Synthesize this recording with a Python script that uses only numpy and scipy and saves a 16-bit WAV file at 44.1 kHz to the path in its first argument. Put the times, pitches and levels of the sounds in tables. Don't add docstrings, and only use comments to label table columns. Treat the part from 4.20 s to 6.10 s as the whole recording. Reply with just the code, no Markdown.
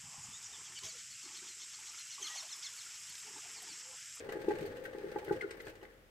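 import sys
import numpy as np
from scipy import signal
from scipy.fft import rfft, irfft
from scipy.io import wavfile
from scipy.ndimage import uniform_filter1d

SR = 44100
rng = np.random.default_rng(int(sys.argv[2]) if len(sys.argv) > 2 else 0)


def to_wav(sig):
    pcm = np.clip(np.atleast_2d(sig), -1, 1) * 32767
    pcm = np.round(pcm).astype(np.int16)
    wavfile.write(sys.argv[1], SR, pcm.T)


N = 83790
TIME = np.arange(N) / SR


# (frequency [Hz], gain [dB], base T60 [s], left minus right [dB], right lag [s])
WHEEL_MODES = [(165, -25.5, 0.12, -1, 0.0011), (310, -21.5, 0.13, -20.5, 0.0093),
               (347, -3.5, .14, 0, 0.00068), (396.5, 4, 0.095, 2.5, 0), (442.4, -3.5, 0.046, -3.5, 0),
               (517.7, -10, 0.17, 2, 0.0026), (839.5, -3, 0.095, -4, 0.0024), (1203, -21, 0.071, 4, 0),
               (1572, -17, 0.093, 5.5, 0.0083), (1907, -17.5, 0.065, 10.5, 0.004)]
def wheel_ring(overtones_db, t60_factor, rise_s, overtones_above_hz=700):
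    out = 0
    for hz, db, t60, side_db, lag in WHEEL_MODES:
        t = np.maximum(TIME[:SR // 4] - np.array([[0], [lag]]), 0)
        level_db = db + overtones_db * (hz > overtones_above_hz) - 60 * t / (t60 * t60_factor)
        envelope = amp(level_db) * np.minimum(t / rise_s, 1)
        out = out + pan(side_db) * envelope * np.sin(2 * np.pi * hz * (t - rise_s))
    return out


# (time [s], level [dB], overtone gain [dB], T60 factor [ratio], rise [s])
AXLE_BLOWS = [(0.06, -47, 0, 0.41, 0.0031), (.089, -44, -3.5, 0.67, 0.0016),
              (.154, -39.5, -3.5, 1.02, 0.0025), (0.244, -38, -2.5, 0.5, 0.0033),
              (0.2811, -20.5, -8, 0.39, 0.0046), (0.2928, -34.5, 1.5, 0.8, 0.0047),
              (0.304, -34.5, 5.5, 0.94, 0.0043), (.317, -30, -8, 0.7, 0.0051),
              (.414, -45.5, 0, 0.58, 0.0029), (.423, -37.5, -31, 0.91, 0.0037),
              (.447, -37, -17, .65, .0043), (0.747, -41.5, -1, 0.67, 0.0032),
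              (.779, -43, -8.5, 0.87, 0.0039), (.838, -34.5, -36, 0.83, 0.0074),
              (.9577, -33, 7, 0.66, 0.0044), (1.025, -51, 10.5, 0.89, .005), (1.077, -41, -6, 1.9, 0.00412),
              (1.107, -25.5, -0.5, 0.8, 0.0062), (1.127, -42, -5, 0.47, 0.0043),
              (1.221, -41.5, -15, 1.7, 0.0082), (1.242, -33.5, -20, 0.57, 0.00682),
              (1.309, -49, 0, .7, .004), (1.465, -51, 7.5, 0.78, 0.0044), (1.624, -48, 2, 0.8, 0.0061)]
def knocks():
    out = np.zeros((2, N))
    for s, db, overtones_db, t60_factor, rise_s in AXLE_BLOWS:
        add(out, s, amp(db) * wheel_ring(overtones_db, t60_factor, rise_s))
    return out


# (time [s], level [dB])
RUMBLE_LEVEL = [(0, -49), (.2, -47.5), (.4, -44), (.55, -48.5), (.75, -51), (.9, -48), (1.05, -51.5),
                (1.15, -45.5), (1.3, -54), (1.5, -52.5), (1.6, -61), (1.7, -61.5), (1.8, -70.5), (1.9, -82)]
# (frequency [Hz], relative level [dB])
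BEARING_SPECTRUM = [(100, 6), (160, 0), (300, -2), (390, -7.5), (450, 4.5), (520, 3), (600, -0.5),
                    (850, -9), (1500, -2.5), (2000, -12.5)]
# (frequency [Hz], relative spectral density [dB])
RUB_SPECTRUM = [(30, -29), (70, -4.5), (130, -7), (250, -10), (600, -2), (1000, -9), (1350, -4.5),
                (1700, 2.5), (2100, -4), (2450, -10), (2900, -11.5), (4500, -17.5), (7500, -24.5),
                (8500, -19), (10000, -33.5), (15500, -25)]
def rolling(rub_gain_db=-20.5, rub_db_per_db=0.75):
    level_db = np.interp(TIME, *np.transpose(RUMBLE_LEVEL))
    bumps = colour(grains(per_s=1500, spread_db=2)[:1], BEARING_SPECTRUM)
    response = wheel_ring(overtones_db=0, t60_factor=0.72, rise_s=0.00097)
    rumble = signal.fftconvolve(bumps, response, axes=1)[:, :N]
    rumble /= np.sqrt(uniform_filter1d((rumble ** 2).mean(0), size=1100) + 1e-9)
    flutter = smooth_noise(samples=700)
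    grit = grains(per_s=2500, spread_db=2.9) + rng.standard_normal((2, N))
    rub_db = rub_gain_db + rub_db_per_db * level_db + 1.73 * flutter
    rub = unit(diffuse(colour(grit, RUB_SPECTRUM))) * amp(rub_db)
    return rumble * amp(level_db + 1.1 * flutter) + pan(2.5) * rub


# (time [s], level [dB])
HUM_LEVEL = [(.08, -66.5), (.17, -47.5), (.24, -63), (.42, -54), (.53, -59.5), (.61, -49.5), (.7, -56.5),
             (1.02, -65), (1.17, -52.5), (1.28, -68), (1.47, -65.5), (1.9, -75)]
def wheel_hum(centre_hz=518.3, width_hz=25):
    pole = np.exp(-np.pi * width_hz / SR)
    noise = rng.standard_normal(N + SR) + 1j * rng.standard_normal(N + SR)
    sway = signal.lfilter([1], np.poly([pole, pole]), noise)[SR:]
    sway /= np.sqrt(uniform_filter1d(abs(sway) ** 2, size=2600))
    hum = unit((sway * np.exp(2j * np.pi * centre_hz * TIME)).real)
    return pan(5.5) * hum * amp(np.interp(TIME, *np.transpose(HUM_LEVEL)))


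# (time [s], level [dB])
LANDINGS = [(.242, -59), (.3, -53), (.403, -41.5), (.49, -51.5), (.84, -54.5), (.957, -54.5),
            (1.076, -42.5), (1.105, -43), (1.465, -57.5)]
# (frequency [Hz], relative spectral density [dB])
THUD_SPECTRUM = [(35, -17), (75, -9.5), (165, 7), (250, 1), (500, -38)]
def thuds():
    noise = unit(colour(rng.standard_normal((1, N)), THUD_SPECTRUM))
    return pan(3.9) * noise * strokes(LANDINGS, rise_s=0.012, fall_s=0.021)


# (time [s], centre pitch [Hz], level [dB], duration [s], rasp gain [dB])
AXLE_SLIPS = [(0.6497, 1850, -44, 0.015, -16), (.651, 1545, -42, 0.015, -18),
              (1.093, 1497, -41.5, 0.013, -23), (1.2088, 2090, -35, 0.009, -14.5),
              (1.221, 1940, -43, 0.0046, -16), (1.221, 1450, -42.5, 0.03, -28),
              (1.399, 2018, -47, 0.013, -7), (1.651, 2070, -50, .006, -9)]
# (frequency [Hz], relative spectral density [dB])
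RASP_SPECTRUM = [(900, -38), (1400, 1.5), (1900, 8), (2450, -10), (3050, 0), (4500, -15), (8000, -23)]
def squeaks(sag=0.1, jitter=0.039, octave_db=-35, right_lag_s=0.00044):
    tones, rasp_envelope = np.zeros((2, N)), np.zeros((2, N))
    for s, hz, db, length, rasp_db in AXLE_SLIPS:
        progress = np.arange(0, length, 1 / SR) / length
        wobble = smooth_noise(samples=25)[:len(progress)]
        pitch = hz * (1 - sag * (progress - .5) + jitter * wobble)
        phase = 2 * np.pi * (np.cumsum(pitch) / SR - hz * np.array([[0], [right_lag_s]]))
        arch = pan(6) * amp(db) * abs(np.sin(np.pi * progress)) ** 0.46
        add(tones, s, arch * (np.sin(phase) + amp(octave_db) * np.sin(2 * phase)))
        add(rasp_envelope, s, arch * amp(rasp_db))
    return tones + colour(rasp_envelope * rng.standard_normal((2, N)), RASP_SPECTRUM)


# (time [s], wooden tap gain [dB], scratch gain [dB], fine fizz gain [dB])
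CLAW_STROKES = [(.001, -54.5, -54.5, -65), (.09, -45.5, -52, -71), (.12, -45.5, -51.5, -55.5),
                (.214, -54, -53.5, -63), (.284, -60, -50.5, -61), (.306, -45, -54, -76),
                (.351, -49.5, -52.5, -71), (.383, -46.5, -51.5, -62), (.406, -59, -53.5, -61),
                (.426, -58, -54, -66), (.458, -55, -56, -61), (.566, -51, -57.5, -65),
                (.638, -53, -57.5, -57), (.652, -48, -55, -57), (.729, -51, -60, -74),
                (.781, -62, -58.5, -67), (.914, -50, -54, -63), (.984, -48, -53.5, -62),
                (1.044, -62, -57, -54.5), (1.078, -50, -76, -77), (1.123, -54, -52.5, -58.5),
                (1.156, -51, -65, -73), (1.212, -49, -51, -65), (1.306, -46, -50.5, -60),
                (1.369, -55.5, -64, -67), (1.401, -64, -55.5, -73), (1.416, -70, -67, -57),
                (1.453, -76, -69, -68), (1.466, -48.5, -55, -66), (1.479, -52, -57, -67),
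                (1.493, -57, -56, -58), (1.552, -60, -61, -68), (1.627, -50.5, -60.5, -68)]
# (frequency [Hz], relative spectral density [dB])
TAP_SPECTRUM = [(200, -7), (700, -1), (1000, -8), (1350, -5), (1600, 2), (2050, -1), (2450, -17.5),
                (2900, -12.5), (4000, -28), (8000, -36)]
SCRATCH_SPECTRUM = [(1000, -36), (2400, 11), (3200, 2), (4500, 1.5), (5800, -4), (6600, -2), (7600, -8),
                    (8600, 0.5), (9800, -18), (15000, -44)]
FIZZ_SPECTRUM = [(3000, -21), (7000, -6), (10000, -2), (12500, 6.5), (15500, -0.5)]
def claws():
    out, rows = np.zeros((2, N)), np.array(CLAW_STROKES)
    parts = [(TAP_SPECTRUM, 4.5, 0.009, 1.5), (SCRATCH_SPECTRUM, 1.2, 0.009, 1.5),
             (FIZZ_SPECTRUM, 0.8, 0.0045, -3)]
    for column, (spectrum, side_db, fall_s, spread_db) in enumerate(parts, start=1):
        clicks = unit(grains(per_s=3000, spread_db=spread_db) + rng.standard_normal((2, N)))
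        flutter = amp(1.5 * smooth_noise(samples=200))
        envelope = strokes(rows[:, [0, column]], rise_s=0.003, fall_s=fall_s, hold_s=0.005)
        out += pan(side_db) * colour(clicks * flutter * envelope, spectrum)
    return amp(-1.5) * diffuse(out)


# (time [s], level [dB])
RIM_HITS = [(.0908, -47), (.5695, -60.5), (1.2935, -55.5), (1.615, -58.5)]
# (frequency [Hz], gain [dB], T60 [s])
RIM_MODES = [(1094, -5.5, 0.057), (1963, -2, 0.093), (2813, -6, .07), (3018, -9, 0.065)]
def rim_taps():
    return pan(3.3) * struck(RIM_HITS, RIM_MODES)


# (time [s], level [dB])
WIRE_PLUCKS = [(1.3065, -59)]
# (frequency [Hz], gain [dB], T60 [s])
TAUT_MODES = [(4097, -6, 0.059), (5275, -4, 0.037), (8230, 0, 0.087)]
def wire_pluck():
    return struck(WIRE_PLUCKS, TAUT_MODES)


# (time [s], level [dB])
CAGE_RATTLES = [(0.216, -63), (0.456, -55), (1.453, -59)]
# (mean frequency [Hz], gain [dB], T60 [s])
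CAGE_MODES = [(4560, 7.5, 0.11), (6320, -3, 0.17), (8460, -8, 0.11), (8750, 1, .1), (13400, -1, 0.17)]
def cage_tinkle(detune_hz=170, wire_count=6):
    out, t = np.zeros((2, N)), TIME[:SR // 3]
    for s, db in CAGE_RATTLES:
        for hz, mode_db, t60 in CAGE_MODES:
            detune, phase = rng.standard_normal((2, 2, wire_count, 1))
            ring = np.sin(2 * np.pi * ((hz + detune_hz * detune) * t + phase)).mean(1)
            add(out, s, amp(db + mode_db - 60 * t / t60) * ring)
    return out


# (frequency [Hz], relative spectral density [dB])
AIR_SPECTRUM = [(33, -38), (44, -8), (55, -9), (100, -3.5), (200, -11.5), (500, -12), (1000, -19),
                (2000, -16.5), (4000, -27), (9000, -33), (15500, -32)]
def room_tone(air_db=-64.5, hum_hz=44, hum_db=-66.5):
    air = unit(diffuse(colour(rng.standard_normal((2, N)), AIR_SPECTRUM)))
    return pan(0.7) * (amp(air_db) * air + amp(hum_db) * np.sin(2 * np.pi * hum_hz * TIME))


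# (frequency [Hz], T60 [s])
ROOM_T60 = [(150, 0.24), (1000, 0.27), (4000, 0.15), (14000, 0.08)]
def in_room(x, wet_db):
    reflections = rng.standard_normal((2, SR // 2)) * (TIME[:SR // 2] > .004)
    hz, t, spectra = signal.stft(reflections, SR, nperseg=256)
    tail = signal.istft(spectra * amp(-60 * t / read(ROOM_T60, hz)[:, None]), SR, nperseg=256)[1]
    wet = signal.fftconvolve(x, tail / np.linalg.norm(tail[0]), axes=1)[:, :N]
    return x + amp(wet_db) * diffuse(wet)


# (frequency [Hz], correlation [-1 to 1])
CORRELATION = [(40, 0.97), (200, 0.58), (500, 0.76), (1100, 0.01), (1700, -.2), (3000, 0.04), (15000, 0)]
def diffuse(x):
    left, right = rfft(x)
    same = np.clip(read(CORRELATION, np.fft.rfftfreq(N, 1 / SR)), -1, 1)
    return irfft(np.array([left, same * left + np.sqrt(1 - same ** 2) * right]), N)


def struck(hits, modes):
    out = np.zeros((2, N))
    for s, db in hits:
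        for hz, mode_db, t60 in modes:
            phase = 2 * np.pi * rng.random() + 2 * rng.random((2, 1))
            add(out, s, amp(db + mode_db - 60 * TIME / t60) * np.sin(2 * np.pi * hz * TIME + phase))
    return out


def strokes(rows, rise_s, fall_s, hold_s=0):
    power = np.zeros(N)
    for s, db in rows:
        t = np.maximum(TIME - s, 0)
        decay = np.exp(-np.maximum(t - hold_s, 0) / fall_s)
        power += (amp(db) * np.minimum(t / rise_s, 1) * decay) ** 2
    return np.sqrt(power)


def grains(per_s, spread_db):
    size = amp(spread_db * np.minimum(rng.exponential(1, N), 3))
    occurs = rng.random(N) < per_s / SR
    return unit(size * occurs * rng.standard_normal((2, N)))


def smooth_noise(samples):
    return unit(uniform_filter1d(rng.standard_normal(N), size=samples))


def colour(x, spectrum, size=4096):
    log_gain = np.log(amp(read(spectrum, abs(np.fft.fftfreq(size, 1 / SR)))))
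    taps = np.fft.ifft(np.exp(np.conj(signal.hilbert(log_gain)))).real[:size // 2]
    return signal.fftconvolve(x, taps[None] / np.linalg.norm(taps), axes=1)[:, :N]


def read(points, hz):
    point_hz, value = np.transpose(points)
    return np.interp(np.log(hz + 1), np.log(point_hz + 1), value)


def amp(db):
    return 10 ** (np.asarray(db) / 20)


def unit(x):
    return x / np.sqrt(np.mean(x ** 2) + 1e-20)


def pan(db):
    return amp(np.array([[db / 2], [-db / 2]]))


def add(mix, s, sound):
    part = mix[:, max(round(s * SR), 0):][:, :sound.shape[1]]
    part += sound[:, :part.shape[1]]


def scene():
    feet = claws() + rim_taps() + wire_pluck()
    wheel = in_room(knocks() + thuds(), wet_db=-16) + rolling() + wheel_hum()
    return wheel + in_room(feet, wet_db=-6) + in_room(squeaks(), wet_db=-12) + cage_tinkle() + room_tone()


def record(dry, cutoff_hz=15850):
    lowpass = signal.firwin(511, cutoff_hz, window=("kaiser", 9), fs=SR)
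    return signal.oaconvolve(dry, lowpass[None], "same")


dry = scene()
out = record(dry)
to_wav(out)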